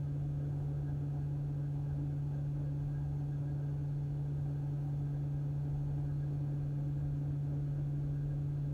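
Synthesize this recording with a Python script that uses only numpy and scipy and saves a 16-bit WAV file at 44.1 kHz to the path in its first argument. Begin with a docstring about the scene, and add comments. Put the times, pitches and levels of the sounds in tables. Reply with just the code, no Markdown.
"""A steady cooling rotor drones in a parked electric car, heard inside the closed cabin.
The drone is deep, with a long row of faint overtones. The fan's air rushes through the body,
which passes mostly bass, and rings narrow cabin, duct and pipe resonances.
Thin whines waver over a faint hiss."""
import sys
import numpy as np
from scipy.fft import rfft, irfft, next_fast_len
from scipy.io import wavfile
from scipy.ndimage import map_coordinates

SR = 44100
rng = np.random.default_rng(int(sys.argv[2]) if len(sys.argv) > 2 else 0)


def bounce(signal):
    """Save signal as a 16-bit WAV file at the path given by the first command-line argument."""
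    frames = np.transpose(np.atleast_2d(signal))
    limited = np.clip(frames, -1, 1)
    pcm = np.round(limited * 32767).astype(np.int16)
    wavfile.write(sys.argv[1], SR, pcm)


N = 384993

# Noise spectra. Each row: frequency in Hz, relative density in dB.
RUMBLE_SPECTRUM = [(15, -44), (26, -23), (38, -17.5), (42, -6), (55, -6), (75, -0.5), (98, -3),
                   (135, -10.5), (160, -16), (200, -30), (400, -69)]  # boom behind the body panels
RUSH_SPECTRUM = [(120, -25.5), (185, -4.5), (280, -0.5), (345, -2), (455, -9), (545, -4.5), (680, -15.5),
                 (1060, -25.5), (1400, -24), (1540, -27), (1680, -33), (1740, -27.5), (1850, -38.5),
                 (4000, -59.5)]
HOLLOW_SPECTRUM = [(600, -39.5), (690, -11.5), (725, -0.5), (770, 0), (820, -8.5), (865, -3), (910, -18.5),
                   (1000, -11), (1100, -43.5)]  # hollow middle of the rush
HISS_SPECTRUM = [(600, -20), (1900, 0), (2700, 1), (3700, -3), (4500, -3), (4900, -8.7), (5300, -5),
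                 (6800, -4.5), (7600, -9), (9600, -8.5), (10400, -16.5), (11000, -12), (15700, -13.5)]
SHEEN_SPECTRUM = [(10000, -41), (12000, -1), (15700, -1)]  # topmost hiss
# Air flow: builds, holds, eases off. Each row: time in seconds, strength in dB.
AIR_FLOW = [(0, -4.5), (.8, 0), (5.9, -0.5), (6.9, -5), (8.7, -5.5)]
# Cabin, duct and pipe resonances. Each row: centre in Hz, width in Hz, rms level in dB.
STEADY_RESONANCES = [(41.3, 2.2, -54.5), (198, 5, -70), (283, 24, -58), (303, 11, -60), (2205, 30, -95),
                     (2977, 14, -94), (3390, 35, -93), (3480, 30, -96), (4156, 22, -96), (4428, 28, -98),
                     (5425, 18, -102), (6611, 25, -99), (6790, 130, -99), (7015, 20, -104),
                     (7125, 25, -104), (7295, 40, -104)]
# Resonances that flutter in bursts. Each row: centre in Hz, width in Hz, relative level in dB.
FLUTTER_RESONANCES = [(1272, 40, -85), (1491, 14, -82.5), (1600, 28, -80.5), (1631, 14, -82)]
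# Lesser motor tones. Each row: frequency in Hz, rms level in dB.
MOTOR_TONES = [(173, -73.5), (837.5, -81.5)]
# Passing whines. Each row: peak time in seconds, half-width in seconds, pitch in Hz, peak rms in dB.
WHINE_SWELLS = [(3.2, .05, 6338, -89), (3.55, .4, 4428, -91), (4.2, 4, 6338, -92.5), (4.9, 1.2, 931, -81),
                (6.14, .07, 4156, -85.5), (6.2, .45, 4428, -89), (6.95, .1, 7300, -89.5),
                (8.63, .1, 4156, -88)]
# Rotor harmonics. Each row: multiple of the rotor rate, relative level in dB.
ROTOR_HARMONICS = [(1, -0.5), (2, -18.5), (3, -29.5), (4, -40.5), (5, -37.5), (6, -42), (7, -47.5),
                   (8, -47.5), (9, -47.5), (10, -47), (11, -46), (12, -56), (13, -56), (14, -56.5),
                   (15, -58), (16, -60.5), (17, -55.5), (18, -55), (20, -63), (21, -65.8), (24, -55),
                   (27, -60), (29, -68), (30, -56), (32, -67)]


def amp(db):
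    """Decibels to gain."""
    return 10 ** (np.asarray(db) / 20)


def unit_rms(x):
    """Scale to rms 1."""
    return x / np.sqrt(np.mean(x ** 2) + 1e-20)


def wobble(rate_hz):
    """Smooth random curve, rate_hz knots a second."""
    knots = rng.standard_normal(1024)
    grid = np.arange(0, N + 64, 64)
    curve = map_coordinates(knots, [grid * rate_hz / SR], mode="wrap")
    return np.interp(np.arange(N), grid, curve)


def rise(centre_s, over_s):
    """Linear ramp from 0 to 1."""
    return np.clip((np.arange(N) / SR - centre_s) / over_s + .5, 0, 1)


def filtered(x, response):
    """Apply a gain given as a function of Hz."""
    size = next_fast_len(N + SR // 2)
    return irfft(rfft(x, size) * response(np.fft.rfftfreq(size, 1 / SR)), size)[:N]


def noise(spectrum):
    """Noise of rms 1, shaped on a log frequency axis."""
    points_hz, db = np.transpose(spectrum)
    gain = lambda hz: amp(np.interp(np.log(hz + 1), np.log(points_hz), db))
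    return unit_rms(filtered(rng.standard_normal(N), gain))


def ringing(resonances):
    """Noise through steep-sided peaks, summed in power."""
    def gain(hz):
        power = 0
        for centre_hz, width_hz, db in resonances:
            peak = unit_rms(1 / (1 + ((hz - centre_hz) / (.75 * width_hz)) ** 2))
            power += (amp(db) * peak) ** 2
        return np.sqrt(power)
    return filtered(rng.standard_normal(N), gain)


def wavering_tone(hz, spread_hz, rate_hz):
    """Sine of rms 1 with wandering pitch."""
    return np.sqrt(2) * np.sin(2 * np.pi * np.cumsum(hz + spread_hz * wobble(rate_hz)) / SR)


def flow_db():
    """Air flow strength per sample."""
    return np.interp(np.arange(N) / SR, *np.transpose(AIR_FLOW))


def eddy_flicker(depth_db=4, rate_hz=26):
    """Gain of rms 1 that flickers as the eddies change."""
    return unit_rms(amp(depth_db * wobble(rate_hz)))


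def sheen(level_db=-90.5):
    """A faint topmost hiss switches on halfway and stays."""
    return amp(level_db) * rise(centre_s=4.45, over_s=.065) * noise(SHEEN_SPECTRUM)


def fan_air(rumble_db=-48, rush_db=-55.5, hollow_db=-66, hiss_db=-75.5):
    """Fan turbulence: cabin boom, churning rush and even hiss."""
    rumble = amp(rumble_db) * noise(RUMBLE_SPECTRUM)
    churn_db = .4 * wobble(2) + wobble(12)
    rush = amp(rush_db + churn_db) * noise(RUSH_SPECTRUM)
    hollow = amp(hollow_db + flow_db() + 2 * wobble(12)) * noise(HOLLOW_SPECTRUM)
    hiss = amp(hiss_db) * noise(HISS_SPECTRUM)
    return rumble + rush + hollow + hiss


def ducts(waver_db=.5, full_flow_db=1.35, db_per_flow_db=.4):
    """The flow rings narrow resonances, each a fuzzy pitch; eddies make some flutter."""
    steady = amp(waver_db * wobble(4.4)) * ringing(STEADY_RESONANCES)
    bursts = amp(full_flow_db + db_per_flow_db * flow_db()) * eddy_flicker()
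    return steady + bursts * ringing(FLUTTER_RESONANCES)


def motor_tones(waver_db=.7):
    """Faint, nearly steady motor tones."""
    return sum(amp(db + waver_db * wobble(2.1)) * wavering_tone(hz, spread_hz=.61, rate_hz=3.3)
               for hz, db in MOTOR_TONES)


def whines():
    """Thin tones swell, flicker in the eddies and fade."""
    t = np.arange(N) / SR
    sound = np.zeros(N)
    for peak_s, half_width_s, hz, db in WHINE_SWELLS:
        swell = amp(db) / (1 + ((t - peak_s) / half_width_s) ** 2)
        sound += swell * eddy_flicker() * wavering_tone(hz, spread_hz=.003 * hz, rate_hz=40)
    return sound


def rotor_drone(rotor_hz=143.2, drift_hz=.029, level_db=-36.5, step_db=.67,
                sway_rad=.12, flutter_db=.9, swell_db=1):
    """The rotor holds its speed: firm fundamental, overtones fluttering in the moving air."""
    turns = np.cumsum(rotor_hz + drift_hz * wobble(2)) / SR
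    hum = np.zeros(N)
    for order, db in ROTOR_HARMONICS:
        looseness = 1 - 1 / order
        phase = 2 * np.pi * (order * turns + rng.random()) + looseness * sway_rad * wobble(7)
        waver_db = flutter_db * wobble(5) + swell_db * wobble(.8)
        hum += amp(db + looseness * waver_db) * np.sin(phase)
    gain = amp(level_db + step_db * rise(centre_s=4.7, over_s=1))
    return np.sqrt(2) * gain * hum


def scene():
    """Mono mix at the front seats."""
    return (rotor_drone() + fan_air() + sheen() + ducts() + motor_tones() + whines())[None]


def record(dry):
    """Brick-wall low-pass."""
    cutoff_hz = 15740
    return np.array([filtered(channel, lambda hz: hz < cutoff_hz) for channel in dry])


dry = scene()
out = record(dry)
bounce(out)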